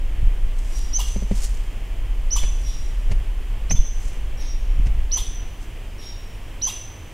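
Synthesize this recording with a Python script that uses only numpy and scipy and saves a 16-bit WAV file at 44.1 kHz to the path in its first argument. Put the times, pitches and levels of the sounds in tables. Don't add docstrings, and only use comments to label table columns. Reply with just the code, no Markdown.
import sys
import numpy as np
from scipy import signal
from scipy.fft import rfft, irfft, next_fast_len
from scipy.io import wavfile
from scipy.ndimage import uniform_filter1d

SR = 44100
rng = np.random.default_rng(int(sys.argv[2]) if len(sys.argv) > 2 else 0)


def to_wav(s):
    ch = np.atleast_2d(s).T
    pcm = np.round(np.clip(ch, -1, 1) * 32767)
    wavfile.write(sys.argv[1], SR, pcm.astype(np.int16))


N = 314433
TIME = np.arange(N) / SR


def amp(db):
    return 10 ** (np.asarray(db) / 20)


def unit_rms(x):
    return x / np.sqrt(np.mean(x ** 2) + 1e-20)


def curve_at(points, hz):
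    f, value = np.transpose(points)
    return np.interp(np.log(hz + 1), np.log(f), value)


def add(mix, start_s, sound):
    part = mix[max(round(start_s * SR), 0):][:len(sound)]
    part += sound[:len(part)]


def noise(spectrum):
    size = next_fast_len(N)
    gain = amp(curve_at(spectrum, np.fft.rfftfreq(size, 1 / SR)))
    return unit_rms(irfft(rfft(rng.standard_normal(size)) * gain, size)[:N])


def wobble(size, rate_hz):
    return np.interp(np.arange(size) * rate_hz / SR, np.arange(4096), rng.standard_normal(4096))


# frequency in Hz, relative density in dB.
RUMBLE_SPECTRUM = [(6, -30), (15, -2.5), (24, 0), (34, 0.5), (44, -5), (55, -11), (70, -31.5), (100, -36),
                   (150, -45), (300, -73), (1000, -100)]
FLUTTER_SPECTRUM = [(30, -44), (60, 3), (100, 2), (160, -5), (300, -24.5), (700, -43), (3000, -114)]
# time in seconds, rumble level in dB.
BREEZE_LEVELS = [(0, -19.5), (1.6, -21.5), (1.8, -27.5), (2.05, -20.5), (5.15, -23), (5.7, -31.5),
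                 (6.5, -32), (7.13, -41.5)]
# peak time in seconds, rise above the breeze in dB, half width in seconds.
WIND_GUSTS = [(.25, 6, 0.048), (.46, 6.5, 0.034), (1.4, 2.5, 0.094), (2.42, 3, 0.16), (3.129, 7, 0.078),
              (4.85, 8.5, 0.23)]


def wind(flutter_db=-43, flutter_exponent=2.3, unrest_db=0.73):
    gusts_db = sum(db * np.exp(-((TIME - s) / width) ** 2) for s, db, width in WIND_GUSTS)
    level_db = np.interp(TIME, *np.transpose(BREEZE_LEVELS)) + gusts_db + unrest_db * wobble(N, 8.8)
    eddies = noise(RUMBLE_SPECTRUM)
    eddies /= np.sqrt(uniform_filter1d(eddies ** 2, size=5000) + 1e-6)
    flutter = amp(flutter_db + flutter_exponent * (level_db + 15.5)) * noise(FLUTTER_SPECTRUM)
    return amp(level_db) * eddies + flutter


# frequency in Hz, correlation from 0 to 1.
CAPSULE_CORRELATION = [(100, 1), (500, 0.96), (3000, 0.97), (6000, 0.77), (14000, 0.44)]


def stereo_noise(spectrum):
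    size = next_fast_len(N)
    same = np.clip(curve_at(CAPSULE_CORRELATION, np.fft.rfftfreq(size, 1 / SR)), 0, 1)
    mid = irfft(rfft(noise(spectrum), size) * np.sqrt((1 + same) / 2), size)[:N]
    side = irfft(rfft(noise(spectrum), size) * np.sqrt((1 - same) / 2), size)[:N]
    return np.array([mid + side, mid - side])


# frequency in Hz, relative density in dB.
HUSH_SPECTRUM = [(20, -12.5), (70, -10.5), (97, -8), (145, -21.5), (300, -24), (650, -28.5), (1100, -32),
                 (1400, -36), (1900, -32.5), (3150, -32), (4000, -50.5), (6000, -61)]
HISS_SPECTRUM = [(1000, 0), (7500, 0), (11000, -4), (16000, -5.5)]


def hush_and_hiss(hush_db=-39, hiss_db=-53.8, flicker_db=.8):
    hush = amp(hush_db + flicker_db * wobble(N, 12)) * stereo_noise(HUSH_SPECTRUM)
    return hush * amp([[-.6], [.6]]) + amp(hiss_db) * stereo_noise(HISS_SPECTRUM)


# frequency in Hz, relative density in dB.
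CRACKLE_SPECTRUM = [(100, 5), (600, 7.5), (1300, -6), (2200, 4), (3600, -7), (6000, -6.5), (10000, -15),
                    (15000, -43)]
# peak time in seconds, peak in dB, half width in seconds, flutter and crackle in dB.
WIND_BUFFETS = [(0.232, -14.5, 0.0039, -28.5, -80), (0.277, -6, 0.0042, -29, -75),
                (2.437, -15, 0.023, -26.5, -33), (3.12, -10, 0.0029, -22, -36),
                (3.717, -7.5, 0.0019, -22, -58), (3.749, -13, 0.0037, -25, -68),
                (3.798, -1.5, 0.0052, -24, -68), (4.799, -13, 0.01, -22.5, -69),
                (4.87, -22, 0.0021, -24.5, -36.5)]


def buffets(crackle_s=0.0097, flutter_s=0.011):
    out, crackle, flutter = np.zeros(N), noise(CRACKLE_SPECTRUM), noise(FLUTTER_SPECTRUM)
    for s, db, width, flutter_db, crackle_db in WIND_BUFFETS:
        span = abs(TIME - s) < .1
        t = TIME[span] - s
        push = amp(db) / (1 + (t / width) ** 2)
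        shake = amp(flutter_db) * flutter[span] * np.exp(-abs(t) / flutter_s)
        out[span] += (push + shake) * np.hanning(len(t))
        out[span] += amp(crackle_db) * crackle[span] * np.exp(-abs(t) / crackle_s)
    return out


# frequency in Hz, relative density in dB.
RUSTLE_SPECTRUM = [(500, -22), (2000, -11.5), (3500, -7.5), (7000, -1), (9500, -6.5), (12000, -13),
                   (16000, -27)]
# peak time in seconds, level in dB, rough half width in seconds.
RUSTLE_SWELLS = [(.59, -56, 0.0057), (.78, -47, 0.069), (1.10, -47, 0.048), (1.373, -42.5, 0.014),
                 (1.442, -34, 0.011), (1.519, -53.5, 0.1), (2.72, -53.5, 0.17), (4.06, -50.5, 0.065),
                 (4.52, -74, 0.054), (5.63, -54.5, 0.018)]


def rustles(grain_db=3.0, spread=0.41):
    swell = sum(amp(db) / (1 + ((TIME - s) / width) ** 2 / 2) ** 1.08 for s, db, width in RUSTLE_SWELLS)
    grains = amp(grain_db * wobble(N, 400))
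    common, left, right = (noise(RUSTLE_SPECTRUM) for _ in range(3))
    return swell * grains * (common + spread * np.array([left, right]))


def arch(length_s, hz, rise_s, scoop, sag, start_db, end_db):
    t = np.arange(0, length_s, 1 / SR)
    before = np.maximum(1 - t / rise_s, 0)
    after = np.maximum(t - rise_s, 0) / (length_s - rise_s)
    return hz * (1 - scoop * before - sag * after), start_db * before + end_db * after


def voice(hz, db, jitter, partials):
    phase = 2 * np.pi * np.cumsum(hz * (1 + jitter * wobble(len(hz), 946))) / SR
    wave = sum(amp(level) * np.sin(k * phase) for k, level in partials)
    return np.sqrt(2) * amp(db) * wave * signal.windows.tukey(len(hz), .1)


def rasp(level_db, formants, grain_db=2.6, start_db=-9, rise_s=.011, fade_db_per_s=272, length_s=.053):
    size = 4096
    hz, t = np.fft.rfftfreq(size, 1 / SR), np.arange(size) / SR
    power = sum(amp(db) ** 2 / (1 + (2 * (hz - f) / width) ** 2) ** 2 for f, width, db in formants)
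    turbulence = rng.standard_normal(size) * amp(grain_db * wobble(size, 733))
    puff = unit_rms(irfft(rfft(turbulence) * np.sqrt(power)))
    swell_db = start_db * np.maximum(1 - t / rise_s, 0) - fade_db_per_s * np.maximum(t - rise_s, 0)
    return puff * amp(level_db + swell_db) * (t < length_s)


def squeal(length_s, hz, jitter, glide=0):
    size = round(length_s * SR)
    pitch = hz * (1 + glide * np.linspace(-.5, .5, size) + jitter * wobble(size, 720))
    swell = np.sin(np.linspace(0, np.pi, size))
    return np.sqrt(2) * swell * np.sin(2 * np.pi * np.cumsum(pitch) / SR)


# centre in Hz, width in Hz, relative level in dB.
FAR_FORMANTS = [(3700, 800, -2), (5000, 480, 2), (7160, 1500, -15), (10500, 4800, -10)]
# start in seconds, pitch in Hz, level in dB, undertone level in dB,
# second note's pitch in Hz and level in dB.
FAR_CALLS = [(0.719, 5750, -41.5, -60, 6500, -60), (2.633, 5680, -42, -52, 6400, -54),
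             (4.372, 5660, -42, -52, 6370, -45), (5.982, 5620, -42.5, -49, 6620, -51)]


def far_squirrel(octave_db=-18, rasp_db=-5, puff_db=-9, undertone_hz=3720):
    out = np.zeros(N)
    for s, hz, db, undertone_db, second_hz, second_db in FAR_CALLS:
        call = arch(.043, hz, rise_s=.0064, scoop=.013, sag=.006, start_db=-2, end_db=1)
        add(out, s, amp(db) * voice(*call, jitter=.012, partials=[(1, 0), (2, octave_db)]))
        add(out, s, rasp(db + puff_db, FAR_FORMANTS))
        add(out, s, amp(undertone_db) * squeal(0.074, undertone_hz, jitter=0.089))
        add(out, s + .032, amp(second_db) * squeal(.025, second_hz, jitter=.014))
        add(out, s + 0.025, rasp(db + rasp_db, FAR_FORMANTS))
    return out


# frequency in Hz, 60 dB decay in seconds.
WOOD_DECAY = [(500, 0.57), (3000, 1), (6000, 0.88), (9000, 0.51), (15000, 0.04)]
BRUSH_DECAY = [(500, 0.089), (3000, 0.43), (6000, 0.36), (9000, 0.61), (15000, 0.19)]


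def scatter(x, decay, build_s, spread):
    count = SR // 20
    taps = np.zeros((3, SR))
    arrivals = np.arange(count) * 20 + rng.integers(0, 20, (3, count))
    np.put_along_axis(taps, arrivals, rng.choice([-1., 1.], (3, count)), 1)
    hz, t, bands = signal.stft(taps, SR, nperseg=256)
    envelope = amp(-60 * t / curve_at(decay, hz)[:, None]) * (1 - np.exp(-t / build_s))
    tails = signal.istft(bands * envelope, SR, nperseg=256)[1]
    tails = tails[0] + spread * tails[1:]
    return signal.fftconvolve(x[None], tails / np.linalg.norm(tails[0]), axes=1)[:, :N]


LEAD_S, LEAD_DROP, LEAD_GLIDE_PER_S = .006, 0.2195, 28.6
JUMP_S, CLIMB_SHARE = 0.0013, 0.72
BREAK_S, BREAK_DB, SAG_S = 0.00095, -15, .006


def whistle_contour(length_s, hz, lead_db, scoop, start_db, hoarseness=.045, sag=0.25):
    t = np.arange(-LEAD_S, length_s + SAG_S, 1 / SR)
    low = np.clip(1 - t / JUMP_S, 0, 1)
    climb_left = np.clip(1 - t / (CLIMB_SHARE * length_s), 0, 1) ** 1.49
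    swell_left = np.clip(1 - t / length_s, 0, 1) ** 2.6
    after = np.maximum(t - length_s, 0)
    broken = np.minimum(after / BREAK_S, 1)
    hoarse = hoarseness * np.maximum(low, broken) * wobble(len(t), 1500)
    register = 1 - low * (LEAD_DROP - LEAD_GLIDE_PER_S * t)
    pitch = hz * (1 - scoop * climb_left - sag * after / SAG_S + hoarse) * register
    return pitch, start_db * swell_left + lead_db * low + BREAK_DB * broken


# centre in Hz, width in Hz, relative level in dB.
NEAR_FORMANTS = [(1200, 100, 7), (3150, 1400, 5.5), (4930, 3000, 2), (5600, 1100, 5), (6970, 570, 4),
                 (7830, 1800, 0.5), (9100, 1700, -2), (11000, 1700, -3.5), (13100, 2000, -4),
                 (15300, 800, -15)]
# start in seconds, pitch in Hz, whistle length in seconds, level in dB, lead-in
# offset in dB, upward scoop as a share of the pitch, starting offset in dB, held whistle level in dB,
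# bark delay in seconds, bark level in dB, yelp pitch in Hz, whistle's gain into the wood in dB.
NEAR_CHIRPS = [(0.9305, 6200, .045, -22, -15, .11, -14, -31, .057, -28, 1060, -2),
               (2.3065, 6090, .0355, -21.5, -13, .1, -15, -29, .049, -27, 1240, -1.5),
               (3.698, 6240, .0315, -22, -12, .12, -13, -44, .058, -44, 1000, 1.5),
               (5.1175, 6110, .0335, -20.3, -6, .08, -10, -24, .048, -29, 1100, -2.5),
               (6.6195, 6130, .0355, -21, -7, .075, -8, -21.5, .048, -28.5, 1130, -2.5)]
# delay and length in seconds, pitch in Hz, dB relative to the bark.
BARK_OVERTONES = [(.001, .014, 9870, -10), (.003, .03, 13450, -19), (.015, .024, 7080, -18)]
# start and length in seconds, pitch in Hz,
# glide as a share of the pitch, level in dB.
BARK_SQUEAKS = [(1, 0.012, 2876, -0.048, -32), (1.004, 0.02, 3350, -0.053, -35.5),
                (2.362, 0.019, 7200, 0.01, -34), (2.378, 0.012, 2900, -0.22, -33.5),
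                (2.382, 0.019, 3414, 0.079, -30.5), (3.718, .016, 12500, .02, -48),
                (3.756, 0.033, 3440, -0.099, -42.5), (5.167, .014, 3310, -0.075, -36.5),
                (5.187, 0.0065, 3460, 0.32, -26.5), (6.671, 0.018, 3383, 0.012, -32.5),
                (6.686, 0.013, 3750, 0.41, -33.5), (6.697, 0.011, 2794, -0.046, -34.5)]
BEAT_HZ, BEAT_WANDER, TWIN_DB = 160, .35, -8.5
HELD_GAP_S, OVERTONE_DETUNE, OVERTONE_SPREAD_DB = .0042, .012, 3


def near_squirrel(subharmonic_db=-23, octave_db=-46, breath_db=-27, rasp_db=-4, yelp_db=-10):
    whistles, barks, yelps = np.zeros((3, N))
    partials = [(.5, subharmonic_db), (1, 0), (2, octave_db)]
    for s, hz, length, db, lead_db, scoop, start_db, held_db, delay, bark_db, yelp_hz, _ in NEAR_CHIRPS:
        pitch, level_db = whistle_contour(length, hz, lead_db, scoop, start_db)
        twin = pitch - BEAT_HZ * (1 + BEAT_WANDER * wobble(len(pitch), 121))
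        held = arch(0.0314, hz, rise_s=0.0068, scoop=0.02, sag=0.013, start_db=-2, end_db=-10.5)
        yelp = arch(.025, yelp_hz, rise_s=.009, scoop=.45, sag=.32, start_db=-4, end_db=-5)
        add(whistles, s - LEAD_S, voice(pitch, db + level_db, jitter=.008, partials=partials))
        add(whistles, s - LEAD_S, voice(twin, db + level_db, jitter=.008, partials=[(1, TWIN_DB)]))
        add(whistles, s + length + HELD_GAP_S, amp(held_db) * voice(*held, 0.015, partials))
        bark_s = s + delay
        add(yelps, bark_s, amp(bark_db + yelp_db) * voice(*yelp, jitter=.04, partials=[(1, 2), (2, -34)]))
        add(barks, bark_s, rasp(bark_db + rasp_db, NEAR_FORMANTS))
        for lag, span, overtone_hz, overtone_db in BARK_OVERTONES:
            detune, accent = rng.uniform(-1, 1, size=2)
            overtone = squeal(span, overtone_hz * (1 + OVERTONE_DETUNE * detune), jitter=.018)
            add(barks, bark_s + lag, amp(bark_db + overtone_db + OVERTONE_SPREAD_DB * accent) * overtone)
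    for s, length, hz, glide, db in BARK_SQUEAKS:
        add(barks, s, amp(db) * squeal(length, hz, jitter=.028, glide=glide))
    flow = uniform_filter1d(abs(whistles), size=200)
    breath = flow * noise([(1500, -42), (4000, 9.5), (7000, -8), (11000, 3.0), (16000, -23)])
    return whistles + yelps + amp(breath_db) * breath, barks


# delay in seconds, gain in dB.
TRUNK_ECHOES = [(.0031, -16), (.0094, -16), (0.0137, -14), (0.028, -15), (.041, -17), (.066, -25)]


def trunks(x):
    out = x.copy()
    for delay, db in TRUNK_ECHOES:
        add(out, delay, amp(db) * x)
    return out


def thicket(x, delay_s=.13, echo_db=-19):
    late = np.zeros(N)
    add(late, delay_s, amp(echo_db) * x)
    return scatter(late, BRUSH_DECAY, build_s=0.0046, spread=.05)


# frequency in Hz, relative level in dB, 60 dB decay in seconds.
CAMERA_MODES = [(110.7, -3.5, 0.12), (194.4, 3.5, 0.085), (243, -21.5, 0.27), (398, -3.5, 0.042),
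                (496, 0, 0.017), (626, -35, 0.011)]
# start in seconds, ring gain in dB, scuff gain in dB.
CAMERA_KNOCKS = [(1.161, -21.5, -42), (1.223, -25.5, -46), (1.312, -15.5, -35.5), (3.114, -27, -31.5),
                 (3.706, -30, -23.5), (3.714, -24, -57)]


def knocks(scuff_s=0.0064, scuff_rise_s=0.0037, ring_rise_s=0.00097):
    out, t = np.zeros(N), np.arange(8000) / SR
    modes = sum(amp(db - 60 * t / t60) * np.sin(2 * np.pi * hz * t) for hz, db, t60 in CAMERA_MODES)
    ring = -modes * (1 - np.exp(-t / ring_rise_s))
    scuff_envelope = 2 * np.exp(-t / scuff_s) * (1 - np.exp(-t / scuff_rise_s))
    crackle = noise(CRACKLE_SPECTRUM)
    for s, ring_db, scuff_db in CAMERA_KNOCKS:
        scuff = crackle[round(s * SR):][:len(t)] * scuff_envelope
        add(out, s, amp(ring_db) * ring + amp(scuff_db) * scuff)
    return out


def scene(near_wet_db=-13.0, brush_db=-7, far_wet_db=-1, far_direct_db=-8):
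    (whistles, barks), far = near_squirrel(), far_squirrel()
    near = trunks(whistles) * amp([[-1.5], [1.2]]) + trunks(barks) * amp([[-.4], [.3]])
    facing = amp(np.interp(TIME, [row[0] for row in NEAR_CHIRPS], [row[-1] for row in NEAR_CHIRPS]))
    wood = scatter(facing * whistles + barks, WOOD_DECAY, build_s=0.031, spread=0.05)
    echoes = amp(near_wet_db) * wood * amp([[-.8], [.8]])
    echoes += amp(brush_db) * scatter(barks, BRUSH_DECAY, build_s=0.015, spread=0.23)
    echoes += thicket(facing ** 2 * whistles)
    far_echoes = scatter(far, WOOD_DECAY, build_s=0.01, spread=0.048)
    replies = amp(far_direct_db) * far + amp(far_wet_db) * far_echoes
    return near + echoes + replies + wind() + buffets() + knocks() + rustles() + hush_and_hiss()


def record(dry, cutoff_hz=15750):
    rounded = dry / (1 + dry ** 8) ** (1 / 8)
    lowpass = signal.firwin(511, cutoff_hz, window=("kaiser", 9), fs=SR)
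    return signal.oaconvolve(rounded, lowpass[None], "same")


dry = scene()
out = record(dry)
to_wav(out)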